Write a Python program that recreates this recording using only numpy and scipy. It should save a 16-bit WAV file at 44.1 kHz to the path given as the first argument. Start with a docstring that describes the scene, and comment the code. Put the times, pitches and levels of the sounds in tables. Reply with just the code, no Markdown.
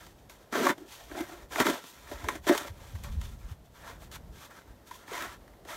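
"""A concrete path beside a house: a plastic snow shovel is scraped and dragged in short strokes, a few metres off.
Grit under the edge is a stream of random impulses that excites the damped modes of the blade; where the edge
catches on bumps, a tick and decaying chatter excite them too. Lighter shuffles through the snow crunch between
the strokes, short reflections follow, and a breeze buffets the microphone as low filtered noise with
single sinking swirls, over a faint outdoor hush of nearly steady noise."""
import sys
import numpy as np
from scipy import signal
from scipy.fft import rfft, irfft
from scipy.io import wavfile
from scipy.ndimage import uniform_filter1d

SR = 44100
rng = np.random.default_rng(int(sys.argv[2]) if len(sys.argv) > 2 else 0)


def wav_record(signal):
    """Record a signal, one row per channel, as 16-bit PCM in the file named by sys.argv[1]."""
    frames = np.transpose(np.atleast_2d(signal))
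    bounded = np.clip(frames, -1, 1)
    # unit amplitude maps onto the largest positive 16-bit level
    quanta = np.round(bounded * 32767).astype(np.int16)
    wavfile.write(sys.argv[1], SR, quanta)


def volts(x):
    """Linear amplitude factor 10**(x/20) for a level x in dB, scalar or array-like."""
    e = np.asarray(x, float) / 20
    return 10 ** e


N = 254016

# the edge catching on bumps: (time [s], rattle level [dB], boom and knock above it [dB],
# grit above it [dB], most excited frequency [Hz])
CATCHES = [(0.066, -43, -1, 0, 2100), (0.297, -41, -8, 1.5, 2280), (0.526, -26.5, 1, -3, 260),
           (0.554, -23, 1, -7, 640), (0.607, -28, 5.5, -15, 387), (0.667, -13, -10, -8.5, 1120),
           (0.699, -20.5, 0.5, -25, 260), (0.78, -42, 2.5, -2, 340), (1.113, -33.5, 1, -18, 288),
           (1.148, -33, 0, -20, 603), (1.206, -36.5, 9.5, 4.5, 312), (1.509, -40.5, 0, -7, 980),
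           (1.558, -17.5, -11, -13, 620), (1.601, -11, -1.5, -4, 260), (1.667, -13, -35, -8, 342),
           (1.699, -21.5, -2, 2, 310), (1.839, -37.5, -1.5, -2, 256), (2.115, -33, 6.5, -9, 990),
           (2.242, -32, -3, -3.5, 950), (2.286, -12, -16.5, -9.5, 1060), (2.355, -41, 8, -9, 343),
           (2.468, -23.5, 6, -8, 368), (2.496, -17.5, 4, -10, 322), (2.52, -23, -13, -25, 417),
           (2.549, -22.5, -1, -5, 378), (2.578, -21.5, -10, 1, 610), (2.647, -34.5, 2, -13, 1310),
           (2.953, -38.5, -9, -13, 242), (3.037, -42, -17, 8, 902), (3.214, -39, -11, 2, 242),
           (4.021, -42.5, -4, -18, 686), (4.115, -43.5, -23, 4.5, 1630), (4.911, -35.5, -17, -6, 1000),
           (5.079, -40, -11, -3, 1870), (5.117, -32.5, 0, -14, 381), (5.134, -33, -7, -1, 1030),
           (5.177, -29, -25, -3, 1870), (5.223, -29, -9, 1.5, 1900), (5.478, -46.5, -7, -8, 1910),
           (5.535, -48, -17, -17, 670), (5.651, -41.5, 2, -6, 440), (5.698, -41, -6, -4, 1370)]


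def level(x):
    """Normalisation by effective value: scales a signal to rms 1."""
    return x / np.sqrt(np.mean(x ** 2))


def colour(x, points):
    """Minimum-phase filtering: the folded cepstrum of the log gain yields a causal response through (Hz, dB)."""
    hz, db = np.transpose(points)
    size = 8192
    grid = np.maximum(np.fft.rfftfreq(size, 1 / SR), 1)
    log_gain = np.log(volts(np.interp(np.log(grid), np.log(hz), db)))
    cepstrum = irfft(log_gain)
    cepstrum[1:size // 2] *= 2
    cepstrum[size // 2 + 1:] = 0
    response = irfft(np.exp(rfft(cepstrum)))
    return signal.fftconvolve(x, response)[:N]


def walk(rate):
    """Slow random modulation: Gaussian levels drawn rate times a second, joined by straight glides, rms 1."""
    hold = int(SR / rate)
    steps = np.repeat(rng.standard_normal(N // hold + 1), hold)
    return level(uniform_filter1d(steps, hold)[:N])


def shovel():
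    """Modal radiation: stones and catches drive the blade modes by family; crushed grit adds broadband hiss."""
    # modes of the blade: (frequency [Hz], bandwidth [Hz], gain for steady noise [dB])
    blade_modes = [(262.4, 93, -5), (325, 76, -0.5), (393, 55, -4), (558, 70, -6), (577.4, 42, -3.5),
                   (688, 117, -6), (891, 75, -8.5), (1000, 52, -8), (1118, 68, -11), (1360, 97, -9),
                   (1481, 77, -10.5), (1595, 130, -7), (1853, 118, -10), (2068, 123, -11), (2333, 180, -12),
                   (2930, 510, -24.5), (3628, 84, -18), (3600, 330, -46), (4490, 99, -50),
                   (5940, 1000, -27.5), (6100, 800, -23), (6350, 500, -27)]
    # upper limits of boom, knock and rattle, with grit above: (frequency [Hz])
    family_limits = [460, 800, 3200]
    # relative spectrum of the crushed grit: (frequency [Hz], gain [dB])
    grit_spectrum = [(1470, -25.5), (2500, -1), (2970, -0.5), (3510, 2.5), (4850, -3.5), (6150, -1),
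                     (10400, -9), (12400, -5.5), (15700, -12), (16500, -51)]

    levels_db = contact()
    judder_db = 1.49 * walk(60)  # the blade sticks and slips, all modes together
    stones = grains(rate=1800., scatter_db=5.0, most_db=6.0)
    fine = grains(rate=12000., scatter_db=4.0, most_db=14.0)
    rubs = [stones, stones, stones, level(fine + 0.25 * stones)]
    drag = [volts(db + judder_db) * rub for db, rub in zip(levels_db, rubs)]
    chance = rng.standard_normal((len(CATCHES), SR // 5))  # one 0.2 s noise per catch, shared by all modes

    blade = 0
    for k, (hz, width, db) in enumerate(blade_modes):
        family = np.searchsorted(family_limits, hz)
        wander = volts(2.19 * walk(35))  # the contact point moves, favouring one mode or another
        force = wander * drag[family] + catches(chance, hz, family)
        blade += (-1) ** k * ring(force, hz, width, db)

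    grit = volts(0.48 * walk(30)) * drag[3] + catches(chance, 9000, 3)
    crushed = colour(grit, grit_spectrum) / np.std(colour(fine, grit_spectrum))
    coarse = signal.sosfilt(signal.butter(1, 5500., fs=SR, output="sos"), crushed)
    pressure_db = np.clip(levels_db[2] + 57.5, -15, 25)
    # the share of finest grains comes and goes, and shrinks under a heavy stroke
    finest_gain = volts(1.0 * walk(13) - 0.12 * pressure_db)
    blade += coarse + finest_gain * (crushed - coarse)
    # a small open blade radiates no deep bass
    return signal.sosfilt(signal.butter(3, 170., "high", fs=SR, output="sos"), blade)


def contact():
    """Addition of powers: pushes and shuffles sum to the levels in dB of boom, knock, rattle and grit."""
    # pressure of the edge on the path, one curve per push:
    # (time [s], edge rattle level [dB], scoop above the rattle [dB])
    strokes = [
        [(0.51, -64, 1), (0.53, -33.5, -8), (0.566, -31.5, 0), (0.62, -32.5, 4), (0.67, -29, 3),
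         (0.706, -30, -6), (0.746, -65.5, 4), (0.816, -64.5, 13), (0.88, -64, 10)],
        [(1.06, -62, 2), (1.14, -51.5, 6.5), (1.16, -40.5, 4.5), (1.19, -41.5, 5.5), (1.249, -51, -5),
         (1.301, -51.5, 1.5), (1.43, -56.5, 2.5), (1.47, -72, -3)],
        [(1.505, -60, -5), (1.52, -46, -4), (1.595, -32, -1.5), (1.615, -25, -6), (1.641, -38, -10),
         (1.66, -25.5, 8.5), (1.685, -34, 5), (1.755, -37, -7), (1.821, -55.5, -19), (1.87, -68, -12)],
        [(2.03, -59, -9), (2.124, -46.5, -3.5), (2.208, -51, -6.5), (2.28, -52, 8), (2.305, -43.5, 1),
         (2.345, -48.5, -1), (2.355, -41.5, -11), (2.42, -82, -8)],
        [(2.43, -64, 5), (2.442, -47.5, -11), (2.462, -51, -3), (2.475, -31, -1), (2.49, -25, -9),
         (2.51, -37, 19.5), (2.532, -33, -5.5), (2.62, -44, -3.5), (2.68, -44.5, -8), (2.72, -69, -16)],
        [(4.99, -60.5, -14), (5.052, -57, -3), (5.138, -38.5, -12), (5.235, -39, -8.5), (5.343, -51, -15),
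         (5.375, -69, -6)],
        [(5.64, -78, 2), (5.655, -63.5, 3), (5.687, -43.5, -10), (5.76, -44.5, -8)],
    ]
    # tilt of the blade, one row per push: (knock above its share of the scoop [dB],
    # grit above the rattle when that is at -51.5 dB [dB])
    tilts = [(-3, -5), (1, -4.5), (-1, -2.5), (0, -3.5), (-1, -2), (-1.5, -5), (0.5, -3.5)]
    # light shuffles through the snow: (loudest moment [s], rattle level [dB], swell [s], fade [s],
    # knock above the rattle [dB], grit above the rattle [dB])
    shuffles = [(0.008, -54, .02, 0.12, -6, -2), (0.2, -67, 0.11, 0.11, -1, 0.5),
                (0.297, -56.5, .006, 0.096, -7, 0.5), (0.42, -62, 0.04, 0.092, 1, -2),
                (0.915, -51.5, 0.054, 0.18, -15, 3), (1.015, -52.5, 0.066, 0.037, 2, -4.5),
                (1.871, -54.5, 0.12, 0.096, -20, 3.5), (1.985, -56.5, 0.07, 0.12, -10, -4),
                (2.786, -58, 0.098, 0.76, -5, -2.5), (2.96, -62, 0.12, 0.13, -8, 3),
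                (3.045, -46, 0.018, .06, -4, -3.5), (3.12, -62.5, 0.023, 0.18, -14, 4),
                (3.239, -52.5, 0.041, 0.11, -13, 1), (3.515, -57.5, .2, 0.048, -4, -3),
                (3.65, -73.5, 0.15, 0.23, 5, 2.5), (3.912, -45, 0.17, 0.069, -3.5, -6.5),
                (4.03, -56, 0.054, 0.05, -10, -1), (4.158, -41, 0.036, .012, -13, -1),
                (4.36, -61.5, 0.035, 0.12, -8, 4.5), (4.455, -50, 0.11, 0.033, -19, -2.5),
                (4.51, -53, 0.022, 0.036, -18, -11), (4.568, -50.5, 0.053, 0.07, -14, -5),
                (4.7, -64, .08, 0.17, -10, -4), (4.875, -59, 0.024, .07, -16, 1),
                (4.95, -54.5, 0.058, 0.052, -23, 2), (5.41, -65, 0.026, 0.15, -11, -9)]
    swell_db, cut_db_per_s = 14.5, 900  # range of swell and fade; extra fall outside pushes and shuffles
    knock_share = 0.45  # the knock follows part of the scoop's swing
    grit_slope = -0.15  # a heavier edge rattles more than it hisses [dB per dB]

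    t = np.arange(N) / SR
    power = np.full((4, N), 1e-12)
    for stroke, (knock_db, grit_db) in zip(strokes, tilts):
        s, db, scoop_db = np.transpose(stroke)
        outside = np.maximum(0, np.maximum(s[0] - t, t - s[-1]))
        edge_db = np.interp(t, s, db) - cut_db_per_s * outside
        boom_db = np.interp(t, s, scoop_db)
        hiss_db = grit_db + grit_slope * np.clip(edge_db + 51.5, -15, 30)
        power += volts(2 * (edge_db + [boom_db, knock_db + knock_share * boom_db, 0 * t, hiss_db]))
    for s, db, swell, fade, knock_db, grit_db in shuffles:
        outside = np.maximum(0, np.maximum(s - swell - t, t - s - fade))
        edge_db = db - swell_db * np.maximum((s - t) / swell, (t - s) / fade) - cut_db_per_s * outside
        family_db = np.array([knock_db - 9.5, knock_db, 0, grit_db])
        power += volts(2 * edge_db) * volts(2 * family_db)[:, None]
    return 10 * np.log10(power)


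def grains(rate, scatter_db, most_db):
    """Shot noise: stones met at random moments, some bigger than the rest, none above a largest size."""
    met = rng.random(N) < rate / SR
    size_db = np.minimum(scatter_db * rng.exponential(size=N), most_db)
    return level(met * rng.choice([-1., 1.], N) * volts(size_db))


def catches(chance, hz, family):
    """Impact excitation of the mode at hz: a tick, then decaying chatter, stronger near the contact's pitch."""
    chatter_t60 = 0.056  # s
    tick_db = (15., 14., 13., 6.)[family]
    t = np.arange(chance.shape[1]) / SR
    force = np.zeros(N + len(t))
    for (s, db, scoop_db, grit_db, near_hz), noise in zip(CATCHES, chance):
        chatter = volts(-10.5) * noise * np.exp(-np.log(1000) * t / chatter_t60)
        chatter[0] += volts(tick_db)
        bonus_db = 9.0 * np.exp(-(np.log2(hz / near_hz) / 0.12) ** 2)  # width in octaves
        family_db = [scoop_db, scoop_db, 0, grit_db][family]
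        i = int(s * SR)
        force[i:i + len(t)] += volts(db + family_db + bonus_db) * chatter
    return force[:N]


def ring(force, hz, width, db):
    """Damped resonance: a two-pole mode whose bandwidth sets its decay; db is its gain for steady noise."""
    r = np.exp(-np.pi * width / SR)
    w = 2 * np.pi * hz / SR
    gain = volts(db) * np.sqrt(2 * (1 - r * r))
    return gain * signal.lfilter([0, r * np.sin(w)], [1, -2 * r * np.cos(w), r * r], force)


def reflect(near):
    """Specular reflection: path and house wall return delayed, weaker copies, each also of the earlier ones."""
    # reflections: (delay [s], level [dB])
    echoes = [(.0016, -17.5), (.0085, -20.5), (.014, -27), (.023, -17)]
    for s, db in echoes:
        near = near + volts(db) * np.pad(near, (int(s * SR), 0))[:N]
    return near


def wind():
    """Turbulent pressure at the microphone port: low gusting noise, with single larger eddies as swirls."""
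    # strength of the breeze: (time [s], level [dB])
    breeze = [(0.0, -51.5), (0.7, -65), (1.1, -57.5), (1.57, -55.5), (1.89, -65), (2.1, -51.5), (2.6, -54),
              (2.9, -49), (3.14, -39.5), (3.4, -49.5), (3.7, -53.5), (4.0, -55.5), (4.3, -52.5),
              (4.75, -59), (5.0, -59), (5.4, -60.5), (5.76, -59)]
    # relative spectrum of the turbulence: (frequency [Hz], gain [dB])
    turbulence = [(12, -49), (20, -22), (49, -1.5), (70, -5), (233, -20.5), (278, -37), (304, -63),
                  (400, -67), (520, -75), (880, -120)]
    # single eddies: (onset [s], peak level [dB], nominal frequency [Hz], duration [periods of that frequency])
    buffets = [(1.119, -46.5, 76.4, 3.8), (1.415, -44.5, 61.5, 3.4), (2.139, -39.5, 61, 4),
               (2.228, -36, 91.5, 5.2), (2.697, -36, 95, 5.3), (2.936, -30, 92, 5.2),
               (3.029, -40, 72.2, 3.2), (3.088, -34, 57, 2.5), (3.16, -25, 71.3, 6.2),
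               (3.269, -36, 66.9, 1.6), (3.432, -35, 53, 3.4), (3.508, -33, 95, 3.8)]
    s, db = np.transpose(breeze)
    t = np.arange(N) / SR
    gusts = level(colour(rng.standard_normal(N), turbulence) * volts(3.94 * walk(5.2)))
    out = gusts * volts(np.interp(t, s, db))
    for (s, db, hz, cycles), turn in zip(buffets, rng.random(len(buffets))):
        u = np.clip((t - s) * hz / cycles, 0, 1)  # progress of the eddy
        swirl = cycles * (1.217 * u - 0.39 * u ** 2)  # the eddy slows as it passes, so its pitch sinks
        swell = np.sin(np.pi * u ** 0.67) ** 2
        out += volts(db) * swell * np.sin(2 * np.pi * (swirl + turn))
    return out


def hush():
    """Stationary filtered noise: distant outdoor sound, its level drifting only slightly."""
    # relative spectrum of the hush: (frequency [Hz], gain [dB])
    hush_spectrum = [(59, -17), (100, 4), (577, 2), (1480, -11), (1830, -11), (2310, -17.5), (3400, -17.5),
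                     (10500, -24.5), (12500, -20.5), (15500, -25), (16500, -71)]
    return volts(-60 + 1.4 * walk(2.26)) * level(colour(rng.standard_normal(N), hush_spectrum))


def scene():
    """Superposition: the shovel with its reflections, the wind and the hush add as pressures in one channel."""
    return (reflect(shovel()) + wind() + hush())[None]


def low_pass(x):
    """Removes everything above the highest recorded frequency."""
    return signal.sosfilt(signal.butter(12, 17000, fs=SR, output="sos"), x)


def record(dry):
    """Single-point pickup: one phone microphone takes the finished mix as a single channel."""
    return low_pass(dry)


dry = scene()
out = record(dry)
wav_record(out)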